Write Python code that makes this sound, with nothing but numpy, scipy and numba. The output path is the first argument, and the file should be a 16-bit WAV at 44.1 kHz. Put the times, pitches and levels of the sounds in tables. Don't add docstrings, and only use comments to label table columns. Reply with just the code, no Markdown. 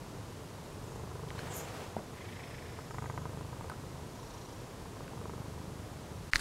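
import sys
import numpy as np
from scipy import signal
from scipy.fft import rfft, irfft, next_fast_len
from scipy.io import wavfile
from scipy.ndimage import uniform_filter1d
from numba import njit

SR = 44100
rng = np.random.default_rng(int(sys.argv[2]) if len(sys.argv) > 2 else 0)


def log_audio(samples):
    frames = np.atleast_2d(samples).T
    limited = np.clip(frames, -1, 1)
    pcm = np.round(limited * 32767).astype(np.int16)
    wavfile.write(sys.argv[1], SR, pcm)


def nominal_scale(level):
    x = np.asarray(level, float) / 20
    return 10 ** x


N = 282617
T = np.arange(N) / SR

# first_thump_s, start_rate_hz, end_rate_hz, breathing_in (1 yes, 0 no)
BREATHS = [(.0147, 27.2, 25.8, 1), (.8305, 25.68, 25.16, 0), (1.539, 25.1, 26.1, 0),
           (2.0863, 27.35, 26.76, 1), (2.897, 26.06, 25.61, 0), (3.5172, 26.19, 25.06, 0),
           (4.1046, 26.94, 26.94, 1), (5.0816, 24.34, 25.58, 0), (5.7216, 25.47, 24.6, 0)]


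def curve(rows):
    s, *columns = np.transpose(rows)
    return [np.interp(T, s, column) for column in columns]


def unit(x):
    return x / np.sqrt(np.mean(x ** 2))


def coloured(spectrum):
    hz, db = np.transpose(spectrum)
    size = next_fast_len(N)
    bins_hz = np.maximum(np.arange(size // 2 + 1) * SR / size, 1)
    gain = nominal_scale(np.interp(np.log(bins_hz), np.log(hz), db))
    noise = irfft(rfft(rng.standard_normal(size)) * gain, size)
    return unit(noise[:N])


@njit
def svf(x, hz, width):
    y, band, low = np.empty(len(x)), 0., 0.
    for i in range(len(x)):
        g, k = np.tan(np.pi * hz[i] / SR), width / hz[i]
        v = (band + g * (x[i] - low)) / (1 + g * (g + k))
        band, low, y[i] = 2 * v - band, low + 2 * g * v, k * v
    return y


def hiss(hz, width):
    hz = hz + np.zeros(N)
    once = svf(rng.standard_normal(N), hz, 1. * width)
    return unit(svf(once, hz, 1. 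* width))


def walk(rate):
    hold = int(SR / rate)
    steps = np.repeat(rng.standard_normal(N // hold + 1), hold)
    return unit(uniform_filter1d(uniform_filter1d(steps, hold), hold)[:N])


def swell(start, full, until, end, db, edge_db):
    shape_db = np.interp(T, [start, full, until, end], [-edge_db, 0, 0, -edge_db])
    return nominal_scale(db + shape_db) * (T > start) * (T < end)


def add(out, s, db, modes, bright_db=0, push_s=1e-4, scatter=0, stagger_s=0):
    hz, mode_db, t60 = np.array(modes, float).T[:, :, None]
    t = np.arange(int(t60.max() * SR)) / SR
    scatter = np.reshape(scatter, (-1, 1))
    gain = nominal_scale(mode_db + bright_db * np.log2(hz / np.median(hz)) + 2.2 * scatter)
    hz = hz * (1 + .045 * scatter)
    late = np.maximum(t - stagger_s * np.arange(len(hz))[:, None], 0)
    decay = np.exp(-np.log(1000) * late / t60)
    ring = np.sum(gain * np.sin(2 * np.pi * hz * late) * decay, axis=0)
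    ring = np.convolve(ring, np.hanning(int(push_s * SR) + 2))[:len(t)]
    i = int(s * SR)
    piece = out[i:i + len(t)]
    piece += (nominal_scale(db) * ring / np.abs(ring).max())[:len(piece)]


def yard():
    # (per Hz, relative)
    night_colour = [(15, -33), (30, -11.5), (50, -5.5), (64, -12), (85, -2), (120, -1.5), (222, -10),
                    (420, -10.5), (749, -16), (1000, -17), (1500, -23), (2330, -27.5), (7030, -31.5),
                    (11400, -36.5), (15800, -46.5)]
    whine_hz, whine_db, level_db = 11793, -82, -46
    whine = nominal_scale(whine_db + 2.5 * walk(18)) * np.sin(2 * np.pi * whine_hz * T)
    return nominal_scale(level_db + 0.047 * walk(4.0)) * coloured(night_colour) + whine


def ends():
    purr_end_s, pause_s = 6.33, .018
    return [row[0] - pause_s for row in BREATHS[1:] + [(purr_end_s,)]]


def larynx():
    phase, closings = np.zeros(N), []
    for (start, hz0, hz1, inward), end in zip(BREATHS, ends()):
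        t = np.maximum(T - start, 0)
        turns = hz0 * t + (hz1 - hz0) / (end - start) * t ** 2 / 2
        phase = np.where(T >= start, turns % 1, phase)
        whole = np.arange(int(np.interp(end, T, turns)) + 1)
        times = np.interp(whole, turns[T >= start], T[T >= start])
        closings += [(s, hz0, inward) for s in times]
    return phase, closings


def effort():
    # thump_db, thump_growth_db (over the stretch), chest_t60_s, snap_db, snap_growth_db (over the stretch)
    strengths = [(-45, -9, 0.122, -41.5, 0.5), (-41, 0, .18, -34, -.5), (-38, -7, 0.057, -40, 1),
                 (-49.5, 5.5, 0.123, -38.5, -10), (-38.5, -2.5, .23, -32.5, -2.5),
                 (-40, .5, .14, -33, -7.5), (-59, 16, 0.117, -49.5, 9), (-33, .5, 0.075, -33, -5.5),
                 (-33.5, -5, 0.083, -44, -11)]
    ease_s = 0.11
    out = np.zeros((3, N))
    for (start, *_), end, strength in zip(BREATHS, ends(), strengths):
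        thump_db, growth_db, t60, snap_db, snap_growth_db = strength
        done = (T[T >= start] - start) / (end - start)
        out[:, T >= start] = [thump_db + growth_db * done, t60 + 0 * done, snap_db + snap_growth_db * done]
    out[:, T < BREATHS[0][0]] = out[:, T >= BREATHS[0][0]][:, :1]
    return uniform_filter1d(out, int(ease_s * SR), axis=1, mode="nearest")


def purr(closings):
    # pitch_hz, level_db (relative)
    chest_out = [(77, 1.5), (102, -1), (128, 1), (153, -1), (178, -7), (230, -12)]
    chest_in = [(81, -5), (108, 0), (135, -7), (162, -8), (188, -10)]
    # pitch_hz, level_db (relative), t60_s
    throat = [(454, -1.5, 0.05), (690, -1, 0.0089), (991, 5.5, 0.017), (1215, -6, 0.037),
              (1523, -14.5, 0.036), (1910, -14, 0.012)]
    # start_s, peak_db, brightness_db (per octave)
    timed_snaps = [(2.789, -29.5, 10), (2.909, -29, 15), (2.945, -31, 6), (2.984, -24.5, 17),
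                   (3.023, -28, 5), (3.042, -29, 7), (3.059, -29.5, 21), (3.099, -25.5, 13),
                   (3.177, -24, 15), (3.255, -26.5, 4), (3.373, -29.5, -1), (3.41, -30.5, -2),
                   (3.53, -31, 2), (3.61, -28.5, 4), (3.644, -30, 1), (3.698, -28.5, 7), (4.857, -34, 2),
                   (4.932, -36, -5), (4.969, -34.5, 2), (5.007, -32, 0), (5.176, -35, 7), (5.214, -33, -7),
                   (5.256, -29, -4), (5.296, -30, 1), (5.336, -31, -6)]
    snap_lag = .29
    tight_t60_s = 0.1002
    stagger = .022
    bright_db_per_s = 18

    thump_db, ring_t60, snap_db = effort()
    thumps, snaps = np.zeros((2, N))
    chance = rng.standard_normal((len(closings), 4 + len(throat)))
    timed_s = np.array(timed_snaps)[:, 0]
    for (s, hz, inward), c in zip(closings, chance):
        i = int(s * SR)
        chest = [(f, db, max(ring_t60[i], .03)) for f, db in (chest_in if inward else chest_out)]
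        free_s = max(ring_t60[i] - tight_t60_s, 0)
        jitter_s, uneven_db = .0003 * c[0], 1.2 * c[1]
        add(thumps, s - .004 + jitter_s, thump_db[i] + uneven_db, chest, bright_db_per_s * free_s,
            push_s=0.0028, stagger_s=stagger * free_s)
        snap_s = s + snap_lag / hz + 0.0008 * c[2]
        if np.abs(timed_s - snap_s).min() > .012:
            level_db, soft_db = snap_db[i] + 1.2 * c[3], -.5
            add(snaps, snap_s, level_db, throat, soft_db, .0007, .5 * c[4:])
            slap_s = snap_s + 0.00393 + 0.00088 * c[0]
            add(snaps, slap_s, level_db - 9.5, throat, soft_db, .0007, .5 * c[:3:-1])

    timed_chance = rng.standard_normal((len(timed_snaps), len(throat)))
    for (s, db, bright_db), c in zip(timed_snaps, timed_chance):
        add(snaps, s, db, throat, bright_db, .0004, .5 * c)
        add(snaps, s + 0.0041 + 0.00091 * c[0], db - 11.0, throat, -.6, .0006, .5 * c[::-1])
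    steep = signal.butter(4, 58, "highpass", fs=SR, output="sos")
    return signal.sosfiltfilt(steep, thumps) - snaps


def nose(phase):
    # [pitch_hz, width_hz, level_db]
    puffs = [(.8, .93, 1.05, -72, 0.33, 9.7, [(6950, 1500, 2)]),
             (2.13, 2.263, 2.92, -56.5, 0.59, 5.7, [(1990, 860, 0.5), (3340, 1100, -9)]),
             (2.2, 2.55, 3, -67.5, .62, 3, [(5240, 550, 1.5)]),
             (2.85, 2.987, 3.3, -70.5, 0.37, 8.3, [(6800, 1100, 1)]),
             (4.086, 4.33, 4.7, -77.5, 0.46, 8.5, [(980, 120, 16.5), (4030, 1400, 10), (5750, 1000, 11),
             (6840, 740, 3.5)])]
    out = np.zeros(N)
    for start, top, end, db, centre, throb_db, modes in puffs:
        flow = np.interp(T, [start, top, end], [0, 1, 0]) ** .5
        gate = nominal_scale(throb_db * np.cos(2 * np.pi * (phase - centre)))
        air = sum(nominal_scale(d) * hiss(f, w) for f, w, d in modes)
        out += nominal_scale(db + 0.86 * walk(24.65)) * flow * gate * air
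    return out


def short_clicks():
    # start_s, peak_db, pitch_hz, t60_s (of the lower mode)
    clicks = [(1.287, -38, 3430, .003), (1.297, -40, 3950, .003), (1.305, -28, 2050, 0.0053),
              (1.392, -29.5, 1600, 0.015), (1.39, -39, 4250, .03), (3.698, -40, 8750, 0.015),
              (3.698, -37.5, 4700, 0.0048), (3.699, -33.5, 1500, 0.033), (3.717, -35, 1290, .035),
              (3.736, -40, 1400, .03), (5.08, -35, 1680, 0.008)]
    out = np.zeros(N)
    for s, db, hz, t60 in clicks:
        add(out, s, db, [(hz, 0, t60), (1.46 * hz, -4, .004)], push_s=0.21 / hz)
    return out


def scuff():
    # (per Hz, relative)
    rub_colour = [(150, -36), (250, -13.5), (461, -5.5), (501, -7), (600, -7.5), (1400, -13.5), (8000, -29),
                  (14000, -38)]
    # start_s, full_from_s, full_until_s, end_s, level_db
    rub_swell = (1.3, 1.39, 1.84, 1.95, -47.2)
    whistle_swell = (1.47, 1.525, 1.6, 1.7, -49.2)
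    fizz_swell = (1.51, 1.565, 1.575, 1.65, -46.2)
    low_hz, low_s, bend_hz_per_s = 6640, 1.59, 9700
    whistle_hz = np.minimum(low_hz + bend_hz_per_s * np.abs(T - low_s), 9000)
    rub = swell(*rub_swell, edge_db=13) * nominal_scale(1.05 * walk(90)) * coloured(rub_colour)
    whistle = swell(*whistle_swell, edge_db=23) * nominal_scale(1.1 * walk(120)) * hiss(whistle_hz, 1900)
    fizz_noise = hiss(12000, 4500) + nominal_scale(-7) * hiss(9400, 1200)
    fizz = swell(*fizz_swell, edge_db=30) * nominal_scale(1.5 * walk(100)) * fizz_noise
    return rub + whistle + fizz


def dull_knock():
    # start_s, peak_db (before the low cut), brightness_db (per octave)
    blows = [(1.9662, -20, 3), (1.9705, -28.5, -9.5), (2.0035, -33, -7)]
    # pitch_hz, level_db (relative), t60_s
    body = [(158, -3, 0.068), (226, 2.5, 0.073), (360, -8, 0.043), (570, 11, 0.053), (684, 4, 0.031),
            (805, 23, 0.011), (1190, -4, .015), (1600, -11, .01)]
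    rustle_db, rustle_t60_s = -40.5, 0.16
    after = np.maximum(T - blows[0][0], 0)
    decay = nominal_scale(rustle_db - 60 * after / rustle_t60_s) * (after > 0)
    rustle = decay * nominal_scale(2.6 * walk(150)) * hiss(550, 650)
    knock = np.zeros(N)
    for s, db, bright_db in blows:
        add(knock, s, db, body, bright_db, push_s=0.0009)
    low_cut = signal.butter(2, 120, "highpass", fs=SR, output="sos")
    return rustle - signal.sosfilt(low_cut, knock)


def latch():
    # (per Hz, relative)
    bright_colour = [(60, -5), (227, -8.5), (700, -17), (1600, -12.5), (3200, -19), (4500, -16),
                     (6000, -22), (9000, -21), (15000, -36)]
    # time_s, level_db (before the rattle)
    bright_level = [(6.312, -63), (6.317, -52.5), (6.333, -49), (6.345, -38), (6.37, -42), (6.41, -44)]
    # start_s, peak_db (before the low cut), brightness_db (per octave)
    hits = [(6.3345, -6, -2), (6.358, -5, 6), (6.365, -22, 14)]
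    # pitch_hz, level_db (relative), t60_s
    metal = [(1500, -19, 0.0088), (1780, 1.5, 0.01), (2010, 15, 0.0061), (2640, -1, 0.0063),
             (4280, 9.5, 0.0031), (5800, -8, 0.0079), (10500, -22, 0.0033)]
    # pitch_hz, level_db (relative), t60_s
    thud = [(34.8, -6, 0.087), (80, -7.5, 0.048)]
    rattle_db = curve(bright_level)[0] + 2.8 * walk(300)
    out = nominal_scale(rattle_db) * coloured(bright_colour) * (T > bright_level[0][0])
    clicks = np.zeros(N)
    for s, db, bright_db in hits:
        add(clicks, s, db, metal, bright_db, push_s=0.000086)
    for s, *_ in hits[:2]:
        add(out, s, -30.5, thud, push_s=.003)
    low_cut = signal.butter(4, 1250, "highpass", fs=SR, output="sos")
    return out - signal.sosfilt(low_cut, clicks)


def scene():
    # time_s, level_db
    cut = [(6.302, 0), (6.312, -20), (6.318, -40)]
    phase, closings = larynx()
    night = yard() + purr(closings) + nose(phase) + short_clicks() + scuff() + dull_knock()
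    return (night * nominal_scale(curve(cut)[0]) + latch())[None]


def roll_off(x):
    return signal.sosfilt(signal.butter(12, 16450, fs=SR, output="sos"), x)


def record(dry):
    top_cut = signal.ellip(10, .2, 60, 15730, fs=SR, output="sos")
    mix = signal.sosfilt(top_cut, dry)
    return roll_off(mix)


dry = scene()
out = record(dry)
log_audio(out)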